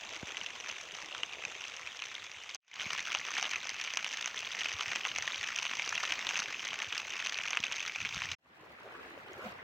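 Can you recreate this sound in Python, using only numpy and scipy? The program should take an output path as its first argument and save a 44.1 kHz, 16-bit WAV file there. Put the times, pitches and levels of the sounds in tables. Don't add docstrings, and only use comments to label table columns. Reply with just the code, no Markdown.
import sys
import numpy as np
from scipy import signal
from scipy.fft import rfft, irfft, next_fast_len
from scipy.io import wavfile
from scipy.ndimage import uniform_filter1d, map_coordinates

SR = 44100
rng = np.random.default_rng(int(sys.argv[2]) if len(sys.argv) > 2 else 0)


def wav_out(sig):
    wavfile.write(sys.argv[1], SR, np.round(np.clip(np.atleast_2d(sig).T, -1, 1) * 32767).astype(np.int16))


N = 424683

# start in seconds, level in dB, ring pitch in Hz, low thud in dB,
# high splash in dB. Thud and splash count only as more or less than their column's average.
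FAT_DROPS = [(0.37, -22, 2790, -27.5, -13), (0.413, -24, 2660, -27.5, -29.5),
             (0.462, -22.5, 2540, -43, -23.5), (0.698, -25, 2700, -23, -24),
             (1.149, -24.5, 3320, -14.5, -20), (1.233, -16.5, 2840, -26.5, -23),
             (1.334, -28, 2720, -30, -27.5), (1.451, -20, 2560, -22.5, -20), (1.64, -25.5, 2920, -28, -19),
             (1.873, -24.5, 2660, -27, -19), (2.021, -23, 2460, -21.5, -26), (2.152, -26.5, 3580, -30, -17),
             (2.547, -25.5, 2370, -31.5, 0), (2.932, -20.5, 2170, -19.5, -11.5),
             (3.119, -22, 2290, -25.5, -16), (3.149, -15, 2810, -11, -17.5),
             (3.384, -20.5, 2630, -16.5, -20), (3.427, -19, 2780, -17, -15), (3.534, -22, 2990, -20.5, -17),
             (3.558, -20.5, 2440, -29, -22), (3.693, -22, 1910, -27, -10), (3.813, -22.5, 2600, -28, -12.5),
             (3.937, -23, 2130, -19, -10.5), (3.972, -15, 2570, -18.5, -10), (4.045, -19, 2590, -21, -12.5),
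             (4.259, -18.5, 2220, -16.5, -11.5), (4.549, -23.5, 1960, -20, -25),
             (4.608, -21.5, 3060, -35.5, -16.5), (4.657, -18, 2470, -17.5, -26),
             (4.809, -19, 3000, -13.5, -17), (4.959, -19, 2550, -18.5, -15), (5.051, -17, 2760, -16, -29.5),
             (5.185, -19, 2240, -14, -9.5), (5.277, -16.5, 1870, -17.5, -21.5),
             (5.561, -20, 2760, -33, -13.5), (5.587, -17.5, 2560, -26, -14.5), (5.796, -17, 2420, -21, -25),
             (5.978, -17.5, 2780, -17, -19.5), (6.121, -20.5, 2430, -22.5, -11.5),
             (6.29, -17.5, 2340, -23.5, -18), (6.309, -20.5, 2410, -8, -17),
             (6.82, -20.5, 2350, -27, -18.5), (6.926, -21, 2770, -28, -21), (6.979, -20.5, 2700, -24, -8),
             (7.27, -19, 2560, -24.5, -12.5), (7.387, -20.5, 2480, -16.5, -14.5),
             (7.506, -23.5, 2280, -24.5, -1.5), (7.532, -17.5, 2430, -16.5, -19.5),
             (7.572, -13, 2630, -15.5, -17.5), (7.638, -15, 2590, -30.5, -22),
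             (7.661, -26.5, 2620, -30.5, -26), (7.723, -22, 2320, -26, -8.5),
             (7.829, -28.5, 2370, -37, -16), (7.959, -22, 2360, -17.5, -14.5),
             (8.05, -20, 2480, -17.5, -18.5), (8.219, -22, 2680, -34, -22)]
# time in seconds, rain level in dB, burble level in dB.
STREET_LEVELS = [(0, -46.5, -57), (1.0, -47, -59), (1.5, -46.5, -58), (2.1, -48, -69), (2.55, -48.5, -74),
                 (2.82, -39, -59), (3.2, -41.0, -62), (3.42, -39.5, -56), (3.7, -41.5, -64),
                 (4.45, -40, -60.5), (4.75, -40, -59), (5.3, -38.5, -59.5), (5.55, -40.0, -64),
                 (5.95, -37.5, -58.0), (6.3, -36.5, -55.5), (6.6, -40.5, -59.5), (7.4, -40.5, -59),
                 (8.35, -40, -64.5)]
# time in seconds, flow level in dB, spray level in dB.
FIELD_LEVELS = [(8.4, -86.5, -94.5), (8.46, -67.5, -84), (8.6, -57.5, -74), (8.8, -54, -73),
                (9.06, -50.5, -67.5), (9.19, -53.5, -71.5), (9.4, -51, -68), (9.46, -46.5, -60.5),
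                (9.56, -52, -71.5)]
# start in seconds, level in dB, pitch in Hz, fading time in cycles.
HANDLE_BUMPS = [(0.231, -21, 215, 0.2), (1.466, -46, 169, 0.58), (2.863, -35, 177, 0.55),
                (4.74, -44, 94, 1.7), (4.875, -45, 110, 1), (6.872, -48, 100, 1.5), (7.6, -34, 203, 0.41),
                (8.171, -34, 131, 0.62)]
WATER_TICKS = [(8.818, -58, 5000, 3.6), (9.284, -43, 3950, 1.5), (9.333, -43, 6530, 4.9),
               (9.462, -45.5, 4500, 3), (9.523, -47, 5030, 2.8)]
# middle in seconds, level in dB, pitch in Hz, half-length in seconds.
THUDS_AND_GURGLES = [(3.16, -42, 800, 0.0059), (3.426, -40, 700, 0.0036), (5.064, -39, 1300, 0.0094),
                     (8.86, -52.5, 513, 0.023), (8.955, -46, 1394, .011), (8.984, -55.5, 400, 0.076),
                     (9.109, -58, 304, .077), (9.314, -50.5, 357, 0.02), (9.395, -46, 442, 0.016),
                     (9.424, -50, 1292, .033), (9.462, -46, 615, 0.028), (9.471, -52, 195, 0.033),
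                     (9.6, -51, 1840, 0.014)]
# middle in seconds, level in dB, half-length in seconds.
WIND_PUFFS = [(8.028, -54, 0.05), (8.16, -48, 0.045), (8.316, -51.5, 0.078)]
# frequency in Hz, relative strength in dB.
# The peaks near 2.6 and 6.3 kHz in the tick, yard and lane are the microphone's ring.
TICK_TONE = [(100, -43), (250, -21.5), (600, -18), (1000, -10), (1700, -6), (2200, -3), (2560, -1.5),
             (3100, -3), (4300, -12), (5300, -10.5), (6300, -3.5), (6750, -16), (9500, -37.5),
             (15500, -43.5)]
COVER_TONE = [(150, -34.5), (400, -12.5), (800, -3.5), (1400, 0.5), (2500, 1.5), (6000, -47)]
YARD_TONE = [(40, -36), (70, -8), (100, -10), (224, -17), (400, -9), (600, -7.5), (1070, -4), (1710, -6),
             (2600, 2), (3700, -2), (4500, -15.5), (6250, -7), (7000, -11.5), (10000, -37.5),
             (15500, -35.5)]
LANE_TONE = [(40, -27), (70, -22), (120, -14.5), (224, -10.5), (600, -29), (1070, -4.5), (1710, -5),
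             (2550, 3.5), (3400, -8.5), (4500, -11), (6250, -8.5), (7000, -17.5), (10000, -44),
             (15500, -30.5)]
FLOW_TONE = [(24, -47), (40, -29.5), (66, -5.5), (180, -6.5), (360, -5), (600, -4.5), (1000, -10),
             (1400, -9), (1950, -8.5), (3000, -15), (5000, -31), (9000, -51.5)]
SPRAY_TONE = [(2000, -18), (4000, -1), (6500, -7), (9000, -13.5), (12000, -16.5), (15500, -11.5)]
# frequency in Hz, likeness (1 is the same, 0 is unrelated).
EAR_LIKENESS = [(60, 0.96), (380, 0.72), (950, 0.25), (2400, -0.35), (6000, 0.047), (15000, 0)]

YARD_END, LANE_START, LANE_END, FIELD_START = 2.566, 2.58, 8.352, 8.385
PATTER_DB, MIDDLING_DB, PLINK_DB = -3.5, -7, -11
YARD_RUSH_DB, LANE_RUSH_DB, AIR_DB = -4, -8, -33.5


def rain(fade_s=0.0074):
    drops = heavy_drops() + light_drops()
    keep = np.exp(-1 / (fade_s * SR))
    stirred = np.sqrt(signal.lfilter([1 - keep], [1, -keep], drops ** 2))
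    return drops + amp(-14) * stirred * rush(COVER_TONE, patchy_db=-0.5)


def heavy_drops(boost_db=12):
    start, db, ring_hz, thud_db, splash_db = np.transpose(FAT_DROPS)
    tick = ticks(ring_hz, thud_db - thud_db.mean(), splash_db - splash_db.mean(),
                 ring_db=9, scatter=0.88, scatter_s=0.016)
    return place(start, tick * amp(db + boost_db)[:, None])


def light_drops(flurry_db=1.84):
    rain_db, _ = curves(STREET_LEVELS)
    tiny = shower(count=2500, range_db=20, thud_db=0.8, thud_spread_db=4, splash_spread_db=5,
                  pitch_spread=0.35, scatter=1.73, ring_hz=2370)
    middling = shower(count=200, range_db=7, thud_db=1.5, thud_spread_db=6.5, splash_spread_db=5.5,
                      pitch_spread=0.2, scatter=1.02, ring_hz=2510)
    patter = amp(PATTER_DB + flurry_db * wobble(per_second=8)) * tiny
    return amp(rain_db) * (patter + amp(MIDDLING_DB) * middling)


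def shower(count, range_db, thud_db, thud_spread_db, splash_spread_db, pitch_spread, scatter, ring_hz):
    start = (np.arange(count) + rng.uniform(-2, 2, count)) * LANE_END / count
    size_db = range_db * rng.random(count) ** 1.44
    pitch, thud, splash = rng.standard_normal((3, count))
    tick = ticks(ring_hz * np.exp(pitch_spread * pitch), thud_db + thud_spread_db * thud,
                 splash_spread_db * splash, ring_db=9.5, scatter=scatter, scatter_s=0.015)
    return unit(place(np.abs(start), tick * amp(size_db)[:, None]))


def ticks(ring_hz, thud_db, splash_db, ring_db, scatter, scatter_s, size=512):
    t, hz = np.arange(size) / SR, np.fft.rfftfreq(size, 1 / SR)
    even = lambda rows: rows / np.linalg.norm(rows, axis=1, keepdims=True)
    splat, ripples = rng.standard_normal((2, len(ring_hz), size))
    blow = even(splat * t * np.exp(-t / 0.0002))
    blow += scatter * even(ripples * amp(-60 * t / scatter_s))
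    ring = np.exp(-(np.log((hz + 1) / ring_hz[:, None]) / 0.19) ** 2)
    tone_db = along(TICK_TONE, hz) + ring_db * ring
    tone_db += np.outer(thud_db, along([(300, 0.23), (700, 0.97), (1300, 1), (2200, 0.13)], hz))
    tone_db += np.outer(splash_db, along([(3300, 0.097), (4800, 0.94)], hz))
    after_only = np.r_[1, np.full(size // 2 - 1, 2), np.zeros(size // 2)]
    cepstrum = irfft(np.log(amp(tone_db)))
    tone_filter = np.exp(rfft(cepstrum * after_only))
    return even(irfft(rfft(blow) * tone_filter))


def street_water():
    rain_db, burble_db = curves(STREET_LEVELS)
    burble = bubbles(2600, 0, FIELD_START, range_db=11, hz=620, spread=0.45, cycles=2.4)
    burble = unit(shaped(burble, [(60, -17.5), (300, -10.5), (1300, 1.5), (4000, -39.5)]))
    yard = amp(YARD_RUSH_DB) * rush(YARD_TONE, patchy_db=3)
    lane = amp(LANE_RUSH_DB) * rush(LANE_TONE, patchy_db=3)
    sheet = np.where(np.arange(N) / SR < LANE_START, yard, lane)
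    return amp(rain_db + 0.3 * wobble(7.3)) * sheet + amp(burble_db) * burble


def field_water():
    flow_db, spray_db = curves(FIELD_LEVELS)
    current = lambda: amp(flow_db - 3) * (rush(FLOW_TONE, patchy_db=3) + amp(-1.5) * lapping())
    spray = lambda: amp(spray_db - 1.5 + 2.8 * wobble(190)) * rush(SPRAY_TONE, patchy_db=2.4)
    width = lambda hz: np.tan(np.arccos(along(EAR_LIKENESS, hz)) / 2)
    middle = current() + spray() + rings(WATER_TICKS)
    side = filtered(current() + spray(), width)
    return np.array([middle + side, middle - side]) * (np.arange(N) / SR > FIELD_START)


def lapping():
    plops = bubbles(700, FIELD_START, N / SR, range_db=14, hz=1450, spread=0.42, cycles=2.6, top_hz=4000)
    plops = shaped(plops, [(100, -23.5), (400, -1.5), (2800, -5.5), (7000, -15)])
    return plops / plops[round(FIELD_START * SR):].std()


def plinks():
    rain_db, _ = curves(STREET_LEVELS)
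    ringing = bubbles(170, 0, LANE_END, range_db=9, hz=2885, spread=0.18, cycles=4.3)
    ringing = shaped(ringing, [(500, -10), (1800, 0.5), (4000, -0.5), (9000, -22)])
    return amp(rain_db + PLINK_DB) * unit(ringing)


def bubbles(count, start_s, end_s, range_db, hz, spread, cycles, top_hz=np.inf):
    when, size, pitch = rng.random(count), rng.random(count), rng.standard_normal(count)
    starts = start_s + when * (end_s - start_s)
    pitches = np.minimum(hz * np.exp(spread * pitch), top_hz)
    return rings(np.c_[starts, range_db * size ** 2, pitches, np.full(count, cycles)])


def thuds_and_gurgles(typical_octaves_per_s=3.3):
    t, out = np.arange(N) / SR, np.zeros(N)
    for middle, db, hz, half_length in THUDS_AND_GURGLES:
        octaves = typical_octaves_per_s * rng.standard_normal() * np.clip(t - middle, -0.5, 0.5)
        phase = 2 * np.pi * np.cumsum(hz * 2 ** octaves) / SR
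        rough = wobble(hz / 2) * np.sin(phase) + wobble(hz / 2) * np.cos(phase)
        out += amp(db) * swell(middle, half_length) * rough
    return out


def handle_bumps():
    return signal.sosfilt(signal.butter(4, 70, "high", fs=SR, output="sos"), rings(HANDLE_BUMPS))


def wind():
    tone = [(20, -42), (45, -19), (70, -3), (120, -4), (220, -13.5), (600, -37.5), (2000, -73.5)]
    rain_db, _ = curves(STREET_LEVELS)
    puffs = sum(amp(db) * swell(middle, half_length) for middle, db, half_length in WIND_PUFFS)
    return rush(tone, patchy_db=5) * (amp(rain_db + AIR_DB) + puffs)


def cuts(cut_s=0.0079, fade_s=0.22):
    t = np.arange(N) / SR
    until = lambda end: np.clip((end - t) / cut_s, 0, 1)
    fade_in = np.clip((t - LANE_START) / fade_s, 0, 1) ** 3.4
    return until(YARD_END) + fade_in * until(LANE_END)


def rush(tone, patchy_db):
    spectra = signal.stft(rng.standard_normal(N), nperseg=512)[2]
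    patches = uniform_filter1d(rng.standard_normal(spectra.shape), size=5, axis=0)
    patches = uniform_filter1d(patches, size=6, axis=1)
    noise = signal.istft(spectra * amp(patchy_db * unit(patches)), nperseg=512)[1][:N]
    return unit(shaped(noise, tone))


def rings(rows):
    start, db, hz, cycles = np.transpose(rows)[:, :, None]
    turns = hz * np.arange(SR // 24) / SR
    fade = np.exp(-turns / cycles) * np.linspace(1, 0, turns.shape[1])
    return place(start[:, 0], amp(db) * np.sin(2 * np.pi * turns) * fade)


def swell(middle, half_length):
    return np.exp(-np.clip((np.arange(N) / SR - middle) / half_length, -9, 9) ** 2)


def wobble(per_second):
    points = rng.standard_normal(int(N * per_second / SR) + 4)
    return map_coordinates(points, [np.arange(N) * per_second / SR])


def place(times, sounds):
    at = np.maximum(np.round(times * SR), 0).astype(int)[:, None] + np.arange(sounds.shape[1])
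    return np.bincount(at.ravel(), sounds.ravel(), N)[:N]


def shaped(x, tone):
    return filtered(x, lambda hz: amp(along(tone, hz)))


def filtered(x, gain):
    size = next_fast_len(N + SR // 2)
    return irfft(rfft(x, size) * gain(np.fft.rfftfreq(size, 1 / SR)), size)[..., :N]


def curves(rows):
    times, *columns = np.transpose(rows)
    return [np.interp(np.arange(N) / SR, times, column) for column in columns]


def along(points, hz):
    frequencies, values = np.transpose(points)
    return np.interp(np.log(hz + 1), np.log(frequencies + 1), values)


def amp(db):
    return 10 ** (np.asarray(db) / 20)


def unit(x):
    return x / np.sqrt(np.mean(x ** 2) + 1e-20)


def scene():
    street = (rain() + plinks() + street_water() + handle_bumps() + wind()) * cuts()
    return street + field_water() + thuds_and_gurgles()


def record(dry):
    return filtered(dry, lambda hz: hz < 15900)


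dry = scene()
out = record(dry)
wav_out(out)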